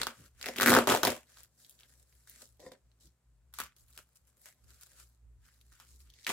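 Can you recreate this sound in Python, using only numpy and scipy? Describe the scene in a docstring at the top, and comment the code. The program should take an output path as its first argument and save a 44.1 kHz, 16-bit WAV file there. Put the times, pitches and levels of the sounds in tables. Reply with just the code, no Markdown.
"""Packing tape rips off a foam-wrapped parcel on a tiled floor, then the wrap is handled and cut.
Tape and wrap snap: each snap is a short pop, a burst of treble noise and a thump that rings the parcel's modes.
Streams of noise grains make the film rustle, the foam scrape and the parcel rumble; creases in the film tick.
Something hollow knocks, as a few dying modes, and dull noise swells make soft bumps.
A small hard room answers the snaps and knocks, over a wavering low hum and a faint hiss."""
import sys
import numpy as np
from scipy import signal
from scipy.fft import rfft, irfft
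from scipy.io import wavfile
from scipy.ndimage import uniform_filter1d

SR = 44100
rng = np.random.default_rng(int(sys.argv[2]) if len(sys.argv) > 2 else 0)


def gain_from_db(level_db):
    """Turn a decibel level (scalar or array-like) into a linear amplitude factor."""
    decades = np.asarray(level_db, float) / 20
    return 10 ** decades


def wav_record(signal):
    """Record a signal, one row per channel, as 16-bit PCM in the file named by sys.argv[1]."""
    frames = np.transpose(np.atleast_2d(signal))
    bounded = np.clip(frames, -1, 1)
    # unit amplitude maps onto the largest positive 16-bit level
    quanta = np.round(bounded * 32767).astype(np.int16)
    wavfile.write(sys.argv[1], SR, quanta)


N = 278712  # samples

# All levels below are mix settings, ahead of the room and microphone gains.
# snaps of tape and wrap: t/s, pop level/dB, pop f/Hz, crack peak over pop level/dB, parcel push over pop level/dB
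SNAPS = [(0.016, -26, 1500, 7.5, -21), (0.0324, -30.5, 1300, 11.5, -35), (0.069, -24, 1274, 2.5, -11.5),
         (0.4129, -41.5, 1830, 8, -26), (0.4277, -33, 2600, 5.5, -31.5), (.4421, -30.5, 2150, -5, -42.5),
         (0.4596, -28, 2394, 2.5, -9), (0.4666, -29, 1990, 0, -15.5), (.4862, -29, 2150, 4.5, -2.5),
         (0.5609, -34.5, 2619, 0, -7.5), (.5655, -43.5, 1280, 14.5, -18.5), (0.5744, -38, 2510, 0, -11),
         (0.5818, -30, 2989, -1, -11.5), (.5849, -22, 2800, 1, -3), (0.5997, -19.5, 1500, -2.5, -19),
         (.61, -21, 2180, 5.5, -14), (0.615, -23.5, 1510, -2, 0), (.6203, -17, 1650, 4.5, -29.5),
         (.6313, -15.5, 1500, 2.5, -3), (0.661, -11.5, 1770, -1.5, -6.5), (0.6731, -11.5, 1750, -3, -12.5),
         (0.6804, -14, 1782, 0, -43), (0.6859, -15, 1460, -2.5, -16), (0.6951, -17.5, 1500, 7, 6.5),
         (0.7037, -15, 1886, 5, -4.5), (0.7104, -22.5, 1400, 0, 0.5), (0.7193, -13.5, 1220, -0.5, -8),
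         (.7306, -12, 1190, -5, -5), (0.739, -11, 1610, 0, -2), (0.75, -12.5, 1200, -0.5, -2.5),
         (0.7655, -11, 1280, -5, -11), (0.77, -12.5, 1310, -8, 3.5), (0.7777, -26, 900, 0.5, 3.5),
         (0.7878, -14, 1270, -2, 1), (0.8722, -18, 1121, 2, -8), (0.8801, -22.5, 1028, -1, -1.5),
         (.8903, -30, 865, 0, 10), (0.9022, -21, 1270, 5, -1.5), (0.9115, -18.5, 1140, -4, -21.5),
         (0.9203, -17, 1101, -2.5, -13), (0.9228, -19, 1440, -3, -15), (.9398, -21.5, 1001, -1, -8.5),
         (0.9494, -18.5, 770, 0, -16.5), (0.9625, -25, 1330, 3, -20), (0.9733, -32.5, 1140, 8.5, 2),
         (1.0325, -18.5, 1330, 4, -1), (1.0358, -20.5, 1330, 0, -6), (1.0505, -19, 900, 6.5, -17.5),
         (1.0715, -19, 2040, 3, 2), (1.0776, -28, 870, 12, -25), (1.1033, -35, 3320, 13.5, -15),
         (1.3723, -51.5, 1370, 6, -16.5), (1.8073, -54, 3056, 7, -32.5), (1.8332, -47.5, 3375, -1, -16),
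         (2.1262, -58.5, 2020, 4, -9), (2.2737, -55, 1572, 6, -8.5), (2.414, -58.5, 1420, 4, -9),
         (2.719, -48.5, 1900, 7, -15), (2.916, -66, 1904, 10, -16.5), (3.5386, -50.5, 1310, 16, -25),
         (3.5278, -65, 1500, 7.5, -14.5), (3.5872, -37.5, 1280, 10.5, -25), (3.6018, -28.5, 1460, 5, -14.5),
         (3.637, -47.5, 1413, 13.5, -34), (3.9765, -38.5, 3200, 2, -21.5), (4.09, -63, 1310, 7, -23),
         (4.4579, -52.5, 1910, 15.5, -23), (4.8686, -60.5, 1194, 11.5, -20), (5.4864, -57, 1760, -4, -18.5),
         (5.6128, -57, 2697, 7, -21.5), (5.7213, -57, 1500, -0.5, -14.5), (5.8, -51, 1176, 10, -15),
         (6.1882, -55, 2070, 2, -25.5), (6.2672, -22, 2220, .5, -20), (6.2921, -38, 1070, 15, 13),
         (6.3023, -28, 1000, 3, -6.5)]
# creases flipping in the film: t/s, crack peak level/dB, crack over 8 kHz against the rest level/dB
TICKS = [(.2475, -54, 20), (1.2714, -54, -2), (1.3428, -50, -8.5), (1.392, -45.5, 5), (1.4329, -38.5, 16),
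         (1.4383, -47.5, -7.5), (1.6174, -51, 3.5), (1.6474, -42, -6), (1.6955, -39.5, 15.5),
         (1.7091, -45, 8.5), (1.7908, -46.5, -10), (1.887, -55, 4.5), (2.283, -58, 12.5),
         (2.2971, -36.5, 25), (2.6019, -43.5, -6), (2.9892, -59.5, -4), (3.0234, -60.5, -4.5),
         (3.0355, -66, -7), (3.0525, -73, -8), (3.0715, -52, -4), (3.766, -54.5, 0), (3.7846, -51, 1),
         (3.882, -54.5, 7), (3.7981, -54, 7), (3.9052, -48.5, 10.5), (3.9278, -50, 0), (3.9523, -49.5, 5),
         (4.1568, -50, 14), (4.4161, -44.5, 11), (4.8112, -41.5, 7), (4.8337, -40, 7.5), (5.09, -55.5, 20),
         (5.9317, -59.5, 14), (6.0036, -50, 16.5), (6.1013, -45.5, -4), (6.1381, -44.5, -8),
         (6.1962, -50.5, -10.5), (6.2469, -37.5, -24)]
TICK_POP_HZ, TICK_POP_DB, TICK_THUMP_DB = 4100, -18, -14.5  # pop against crack, push against pop
# scattered small ticks: least and spread over the film level, and the loudest crack peak
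STRAY_DB, STRAY_SPREAD_DB, STRAY_LOUDEST_DB = 7, 2.5, -52.5

# noise colours of the film, of a crack and of the foam: f/Hz, level/dB per Hz
FILM_COLOUR = [(1760, -32), (3000, -11), (3860, 1), (6390, 2), (7620, 4.5), (8640, 0.5), (11700, -2.5),
               (15100, -8), (16000, -13)]
CRACK_COLOUR = [(1760, -33), (3000, -3.5), (3830, 1), (4760, -2.5), (5630, -4), (8700, -11), (12000, -7),
                (15200, -12), (16000, -12.5)]
FOAM_COLOUR = [(600, -20), (900, -6.5), (1250, -3), (1900, -2), (2400, -2), (3300, -4), (4500, -22.5)]
# what the parcel rings with: f/Hz, level/dB, t60/s
PARCEL_MODES = [(110.33, -9, .1), (240, 0, .12), (382, -4.5, 0.051), (404, 4.5, 0.046), (436, 4.5, 0.042),
                (531.6, 2.5, 0.092), (602, 2, 0.091), (736, 1.5, 0.048), (1013, -5.5, 0.054)]

# how the parcel is held, from each moment on: t/s, film over 8 kHz level/dB, upper parcel modes level/dB,
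# crack over 8 kHz against the rest level/dB, foam air pocket f/Hz
GRIP = [(0, 0.5, -6, -10.5, 2000), (.06, 2.5, -5, -4.5, 1400), (.4, -2, 4.5, -5.5, 1980),
        (.556, 0.5, -11, 2, 1350), (.655, 2, -29, 6, 1700), (.715, 0.5, -5, -1.5, 1200),
        (.871, 3, 0.5, -2, 900), (1.26, 1.5, 4.5, -6, 1500), (1.5, 3.5, 4.5, -3, 1600),
        (2.269, 3.5, -3, 4, 1900), (2.39, 3, -2.5, 3, 1380), (2.59, -3, 1, -3.5, 1845),
        (2.801, -0.5, -3.5, -13.5, 1500), (3.52, -3, -3.5, 6, 1300), (3.76, 5, 3, 7, 1300),
        (4.411, 4, 8, 7, 1890), (4.62, 3, 5, 4, 1400), (5.15, 2, -4, 2, 1550), (5.797, 2.5, -2.5, 1, 1200),
        (6.1, -4, -2, -13, 2020), (6.265, 0.5, -17, -6, 2020)]
FILM_TOP, PARCEL_TOP, CRACK_TOP, POCKET = 1, 2, 3, 4  # columns of GRIP

# sudden tugs: start t/s, hold t/s, film level/dB, foam level/dB, parcel level/dB
TUGS = [(0, .003, -52, -46.5, -45.5), (.069, .003, -57, -48.5, -55), (.56, .04, -55, -50.5, -52.5),
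        (.61, .03, -41, -37.5, -38.5), (.66, .06, -38, -37, -29.5), (.73, 0.054, -42.5, -34, -32),
        (.873, .065, -39.5, -33.5, -32), (1.033, .055, -44, -37.5, -41), (2.273, .15, -65.5, -72, -75),
        (2.596, 0.082, -65, -75, -63), (2.717, .01, -67, -68.5, -62.5), (3.0, .06, -67.5, -78, -80),
        (3.54, .045, -59.5, -68, -81), (3.587, .02, -53, -48, -67), (3.764, .07, -71.5, -78, -84.5),
        (3.976, .003, -62.5, -60.5, -71), (4.157, .003, -68.5, -74.5, -113), (4.457, .02, -63.5, -64, -76),
        (4.812, .02, -64, -71, -82), (5.72, .003, -69, -74.5, -76.5), (5.8, .02, -66.5, -65.5, -73),
        (6.266, .06, -45.5, -43, -52)]
# hands rubbing and squeezing: full strength t/s, hold t/s, film level/dB, foam level/dB, parcel level/dB
RUBS = [(.15, 0.12, -67.5, -70.5, -72.5), (.41, 0.036, -63, -67, -76.5), (.477, 0.01, -54, -53, -56),
        (.53, 0.016, -62.5, -61, -73.5), (1.295, 0.065, -68, -73, -77), (1.386, 0.025, -65, -69, -76.5),
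        (1.52, .03, -75.5, -92, -87.5), (1.6, .03, -66.5, -75.5, -77.5), (1.68, .35, -71.5, -78.5, -80),
        (1.83, .01, -83, -72.5, -87), (2.08, .18, -72, -79.5, -89), (2.423, .005, -63, -70.5, -68.5),
        (2.5, .05, -75.5, -85, -86.5), (2.85, 0.16, -82.5, -89.5, -85), (3.89, .02, -74, -77.5, -86.5),
        (3.95, .02, -70.5, -75, -89), (4.08, .06, -78.5, -85, -90), (4.286, .005, -72.5, -76, -84.5),
        (4.373, .02, -77, -79, -84), (4.44, 0.0074, -65.5, -76, -79), (4.57, 0.087, -76.5, -83, -84),
        (4.64, 0.034, -89, -84.5, -84.5), (4.69, .025, -67.5, -72.5, -81.5),
        (4.76, 0.055, -70.5, -74.5, -82), (4.89, 0.09, -70.5, -75.5, -79.5), (5.0, .005, -61, -66, -76.5),
        (5.08, .05, -75, -88, -87), (5.44, 0.11, -71, -75, -84.5), (5.57, 0.15, -74, -84, -88),
        (5.75, 0.039, -71.5, -74, -84.5), (5.89, 0.048, -68.5, -76.5, -83), (6.01, .005, -66, -74.5, -86.5),
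        (6.06, 0.025, -74, -74.5, -89), (6.15, .09, -67, -76.5, -79), (6.255, 0.011, -67, -79, -88)]
TUG_RISE, RUB_RISE = 26000, 260  # dB per s
# how fast a tug and a rub die away: film, foam, parcel [dB per s]
TUG_FALL = (200, 240, 230)
RUB_FALL = (190, 220, 200)
# hands at rest: film level/dB, foam level/dB, parcel level/dB
IDLE = (-89, -96, -86.5)

# the wavering lower hum: t/s, level/dB
HUM_WAVER = [(0, -56.5), (.14, -84), (.3, -67.5), (.6, -72), (.8, -64), (1.0, -70), (1.15, -72),
             (1.32, -80), (1.38, -68.5), (1.57, -82.5), (2.01, -69), (2.1, -78), (2.16, -66.5), (2.27, -79),
             (2.34, -70.5), (2.44, -81.5), (2.5, -66.5), (2.71, -76.5), (2.79, -87), (2.85, -69),
             (3.02, -77), (3.06, -64.5), (3.21, -90.5), (3.27, -68), (3.65, -68), (3.74, -82),
             (3.81, -70.5), (3.93, -68), (4.19, -84), (4.22, -69), (4.3, -78), (4.57, -82), (4.62, -67.5),
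             (4.71, -63), (4.84, -78), (5.04, -65), (5.16, -73.5), (5.24, -61.5), (5.37, -60), (5.43, -64),
             (5.48, -76.5), (5.71, -65), (5.79, -78), (5.94, -61), (6.09, -62.5), (6.25, -82.5),
             (6.32, -68.5)]
# the two hum tones, lower first: f/Hz, filter width at half amplitude/Hz
HUM_BANDS = [(61, 12), (119, 8.3)]
UPPER_HUM_DB, UPPER_HUM_FOLLOWS = -79.5, .4  # level with the lower hum at -69.5 dB; dB per dB of its waver
# colour of the hiss: f/Hz, level/dB per Hz
HISS_COLOUR = [(88, -31), (150, -3), (193, -13.5), (923, -15.5), (1390, -17), (3550, -24.5), (6020, -25),
               (7620, -18.5), (10600, -26), (15100, -29), (16000, -34)]

# soft low bumps as the parcel shifts: top t/s, length between the 1/e points t/s, level/dB
BUMPS = [(.005, 0.032, -56), (0.213, 0.063, -60.5), (0.26, .05, -70), (.76, 0.1, -42.5), (.93, .1, -61),
         (1.069, .08, -47), (3.062, .09, -70), (3.63, .06, -66.5), (6.312, 0.045, -60)]
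# colour of the bumps: f/Hz, level/dB per Hz
BUMP_COLOUR = [(45, -20), (65, -5), (108, 0), (220, -12), (344, -9.5), (440, -28)]
# something hard and hollow knocks on the tiles: t/s, peak level/dB
KNOCKS = [(2.598, -70), (2.629, -51.5), (2.651, -49.5), (2.6647, -39.5), (2.692, -57.5), (2.717, -47),
          (2.736, -65.5)]
# what the hollow thing rings with: f/Hz, level/dB, t60/s
HOLLOW_MODES = [(278.6, -5.5, 0.1), (521.1, 4, 0.073), (704.2, -10, .06), (997, -2.5, 0.037),
                (1350, -15.5, 0.027), (1836, -2.5, 0.035), (2110, -26.5, 0.085), (3630, -16.5, 0.073),
                (4900, -16.5, .08)]

# left-right likeness of the microphone pair: f/Hz, correlation
LIKENESS = [(60, 0.97), (290, 0.95), (640, 0.45), (1400, 0.69), (3100, .2), (6800, .05)]
# dying away of the room: f/Hz, t60/s
ROOM_DECAY = [(150, 0.12), (260, .2), (700, .2), (1840, 0.16), (4850, .16), (12800, .15)]
# tiles and nearby objects: delay t/ms, left level/dB, right level/dB
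ECHOES = [(1.3, -20.5, -22.5), (2.6, -15, -12.5), (4.1, -17.5, -12), (5.6, -16, -11.5)]


def evened(x):
    """Scales to rms 1."""
    return x / np.sqrt(np.mean(x ** 2) + 1e-20)


def read(points, hz):
    """Reads a table on a log-frequency axis."""
    f, value = np.transpose(points)
    return np.interp(np.log(hz + 1), np.log(f + 1), value)


def coloured(x, points):
    """Filters by a spectrum, with nothing outside its ends."""
    hz = np.fft.rfftfreq(x.shape[-1], 1 / SR)
    inside = (hz > points[0][0]) & (hz < points[-1][0])
    return irfft(rfft(x) * gain_from_db(read(points, hz)) * inside, x.shape[-1])


def paired(x):
    """Two close microphones: alike in the bass, nearly unrelated in the treble."""
    a, b = rfft(x)
    same = np.clip(read(LIKENESS, np.fft.rfftfreq(x.shape[1], 1 / SR)), -1, 1)
    right = same * a + np.sqrt(1 - same ** 2) * b
    return irfft(np.array([a, right]), x.shape[1])


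def pair_noise():
    """Noise as the microphone pair hears it."""
    return paired(rng.standard_normal((2, N)))


def halves(x, hz):
    """The parts of x under and over hz."""
    low = signal.sosfiltfilt(signal.butter(2, hz, fs=SR, output="sos"), x)
    return low, x - low


def grip(column):
    """One column of the grip table, stepped, one value a sample."""
    s, value = np.transpose(GRIP)[[0, column]]
    return value[np.searchsorted(s, np.arange(N) / SR, "right") - 1]


def held(x, hz, column):
    """The grip lifts or damps what lies over hz."""
    low, high = halves(x, hz)
    return low + gain_from_db(grip(column)) * high


def parcel_ring():
    """The parcel's answer to one push, peak 1: dying modes, pushed by a brief inward dent."""
    t = np.arange(8192) / SR
    ring = np.zeros(len(t))
    for k, (hz, db, t60) in enumerate(PARCEL_MODES):
        ring += gain_from_db(db - 60 * t / t60) * np.sin(2 * np.pi * hz * t + .6 * k)
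    ring *= np.minimum(t / 0.00025, 1)  # quarter-millisecond onset
    ring = signal.sosfilt(signal.butter(2, 90, "high", fs=SR, output="sos"), ring)
    return -ring / abs(ring).max()


def handling():
    """Levels in dB of film, foam and parcel: every tug or rub rises, holds and dies away."""
    t = np.arange(0, N / SR + .002, .001)
    power = gain_from_db(IDLE)[:, None] ** 2 + 0 * t
    for rows, rise, fall in ((TUGS, TUG_RISE, TUG_FALL), (RUBS, RUB_RISE, RUB_FALL)):
        for s, hold, *db in rows:
            before_db = rise * np.maximum(s - t, 0)
            after_db = np.outer(fall, np.maximum(t - s - hold, 0))
            power = power + gain_from_db(np.array(db)[:, None] - before_db - after_db) ** 2
    return [np.interp(np.arange(N) / SR, t, 10 * np.log10(p)) for p in power]


def grains(per_s, spread_db, decay_ms, bed):
    """Envelope of many tiny bursts of uneven size, each dying fast, over a steady bed."""
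    starts = rng.random(N) < per_s / SR
    size = gain_from_db(spread_db * np.minimum(rng.exponential(1, N), 4)) * starts
    power = signal.lfilter([1], [1, -np.exp(-2000 / (decay_ms * SR))], size ** 2)
    return np.sqrt(power + bed)


def resonate(x, hz, width):
    """A moving resonance of gain 1: shift down, smooth twice, shift back."""
    turn = np.exp(2j * np.pi * np.cumsum(hz) / SR)
    r = np.exp(-np.pi * width / SR)
    return 2 * (turn * signal.lfilter([(1 - r) ** 2], [1, -2 * r, r * r], x / turn)).real


def rustle(film_db, foam_db, parcel_db):
    """Crackling film, scraping foam and the rumbling parcel, all riding one stream of grains."""
    shared = grains(300, spread_db=3.8, decay_ms=1.0, bed=1.0)
    film = held(evened(coloured(pair_noise() * shared, FILM_COLOUR)), 8000, FILM_TOP)
    scrape = coloured(pair_noise() * shared, FOAM_COLOUR)
    # a pocket of air colours the scrape
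    foam = evened(resonate(scrape, grip(POCKET), width=900) + gain_from_db(1.5) * scrape)
    rumble = signal.oaconvolve(pair_noise() * shared, parcel_ring()[None], axes=1)[:, :N]
    rumble = held(evened(rumble), 630, PARCEL_TOP)
    return gain_from_db(film_db) * film + gain_from_db(foam_db) * foam + gain_from_db(parcel_db) * rumble


def hum():
    """Two low, fuzzy tones whose level wavers: narrow noise bands with their swells evened out."""
    out = np.zeros((2, N))
    hz = np.fft.rfftfreq(N, 1 / SR)
    s, db = np.transpose(HUM_WAVER)
    low_db = np.interp(np.arange(N) / SR, s, db)
    high_db = UPPER_HUM_DB + UPPER_HUM_FOLLOWS * (low_db + 69.5)
    for (centre_hz, width), level_db in zip(HUM_BANDS, (low_db, high_db)):
        band = irfft(rfft(pair_noise()) / (1 + (2 * (hz - centre_hz) / width) ** 2), N)
        size = abs(signal.hilbert(band[0])) + .4 * band.std()  # steadier than plain noise
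        out += gain_from_db(level_db) * evened(band / size)
    return out


def hiss():
    """Faint, steady noise of a fixed colour."""
    return gain_from_db(-78) * evened(coloured(pair_noise(), HISS_COLOUR))


def bumps():
    """Dull low noise that swells and fades as the parcel shifts."""
    t = np.arange(N) / SR
    swell = sum(gain_from_db(db) * np.exp(-(2 * (t - s) / length) ** 2) for s, length, db in BUMPS)
    return swell * evened(coloured(pair_noise(), BUMP_COLOUR))


def snaps_and_ticks(film_db):
    """Snaps, ticks and stray ticks: t/s, pop level/dB, pop f/Hz, crack/dB, crack top/dB, push/dB."""
    top = grip(CRACK_TOP)
    rows = [(s, db, hz, crack, top[round(s * SR)], thump) for s, db, hz, crack, thump in SNAPS]
    when, size = rng.random(size=(250, 2)).T
    k = (when * (N - 10)).astype(int)
    # stray ticks grow with the rustle of the film
    loud = film_db[k] + STRAY_DB - STRAY_SPREAD_DB * np.log(size + 0.0011)
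    loud = np.minimum(loud, STRAY_LOUDEST_DB)
    ticks = list(TICKS) + list(zip(k / SR, loud, grip(FILM_TOP)[k]))
    for s, db, top_db in ticks:
        rows.append((s, db + TICK_POP_DB, TICK_POP_HZ, -TICK_POP_DB, top_db, TICK_THUMP_DB))
    return rows


def snaps(rows, pop_cycles=1.05, spike=1.3):
    """Each snap or tick: a short inward pop, a burst of treble and a push on the parcel."""
    t = np.arange(600) / SR
    at = np.round(np.transpose(rows)[0] * SR).astype(int)
    drive = evened(pair_noise())
    drive[:, at + 6] -= spike  # the first fibre to break is one sharp click at both microphones
    treble = np.pad(coloured(drive, CRACK_COLOUR), ((0, 0), (0, len(t))))
    dull, bright = halves(treble, 8000)
    burst = np.exp(-t / .0012) * np.minimum(t / .0001, 1)
    out, push = np.zeros((2, N + len(t))), np.zeros(N)
    for k, (s, db, hz, crack_db, top_db, thump_db) in zip(at, rows):
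        span = slice(k, k + len(t))
        pop = -np.sin(2 * np.pi * hz * t) * np.exp(-(t * hz / pop_cycles - .6) ** 2)
        low = evened(burst * dull[:, span])
        high = evened(burst * bright[:, span])
        crack = low + gain_from_db(top_db) * high
        crack /= abs(crack).max()
        out[:, span] += gain_from_db(db) * (pop + gain_from_db(crack_db) * crack)
        push[k] += gain_from_db(db + thump_db)
    thump = signal.oaconvolve(push, parcel_ring())[:N]
    return out[:, :N] + gain_from_db(-5.0) * held(thump, 420, PARCEL_TOP)


def knocks():
    """Each knock strikes the same hollow modes, in its own proportions."""
    t = np.arange(6000) / SR
    out = np.zeros(N + len(t))
    for s, db in KNOCKS:
        ring = np.zeros(len(t))
        for hz, mode_db, t60 in HOLLOW_MODES:
            lean_db = 1.47 * rng.standard_normal()
            ring += gain_from_db(mode_db + lean_db - 60 * t / t60) * np.sin(2 * np.pi * hz * t)
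        out[round(s * SR):][:len(t)] -= gain_from_db(db) * ring / abs(ring).max()
    return out[:N]


def room(x, tail_db=-8):
    """A few near echoes, and sparse taps of random sign dying band by band."""
    taps = np.zeros((2, SR // 2))
    slots = np.arange(200, SR // 2 - 20, 20)
    at = slots + rng.integers(0, 20, (2, len(slots)))  # one tap in every 20 samples
    np.put_along_axis(taps, at, rng.choice([-1., 1.], at.shape), 1)
    hz, t, z = signal.stft(taps, SR, nperseg=256)
    fade = gain_from_db(-60 * t / read(ROOM_DECAY, hz)[:, None])
    tail = paired(signal.istft(z * fade, SR, nperseg=256)[1])
    tail *= gain_from_db(tail_db) / np.linalg.norm(tail[0])
    for ms, *db in ECHOES:
        tail[:, round(ms * SR / 1000)] += gain_from_db(db)
    return x + signal.oaconvolve(x, tail, axes=1)[:, :N]


def scene():
    """Snaps and knocks in the room, with rustle, bumps, hum and hiss laid in dry."""
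    levels = handling()
    struck = snaps(snaps_and_ticks(levels[0])) + knocks()
    return rustle(*levels) + hum() + hiss() + bumps() + gain_from_db(-1.5) * room(struck)


def suppress(x, depth_db=-8, over=2.6):
    """Noise suppressor: bins near their usual quiet level are turned down."""
    hz, t, z = signal.stft(x, SR, nperseg=512, noverlap=384)
    power = (abs(z) ** 2).mean(0)
    power = uniform_filter1d(uniform_filter1d(power, size=9, axis=0), size=7, axis=1)
    quiet = np.sort(power, axis=1)[:, len(t) // 8, None]  # the quietest eighth lies under this
    gain = np.maximum(1 - over * quiet / (power + 1e-20), gain_from_db(depth_db))
    gain[hz < 200] = 1  # the bass passes
    return signal.istft(z * gain, SR, nperseg=512, noverlap=384)[1][:, :N]


def top_cut(x):
    """Nothing passes above the cut-off."""
    return signal.sosfilt(signal.butter(12, 17010, fs=SR, output="sos"), x)


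def record(dry):
    """The left microphone is a little nearer; then low cut, band limit and noise suppressor."""
    late = np.pad(dry[1], (2, 0))[:N]  # right side two samples later
    mix = np.array([gain_from_db(4.0) * dry[0], gain_from_db(3.0) * late])
    mix = signal.sosfilt(signal.butter(2, 45, "high", fs=SR, output="sos"), mix)
    mix = signal.oaconvolve(mix, signal.firwin(255, 16050, fs=SR)[None], "same")
    mix = suppress(mix)
    return top_cut(mix)


dry = scene()
out = record(dry)
wav_record(out)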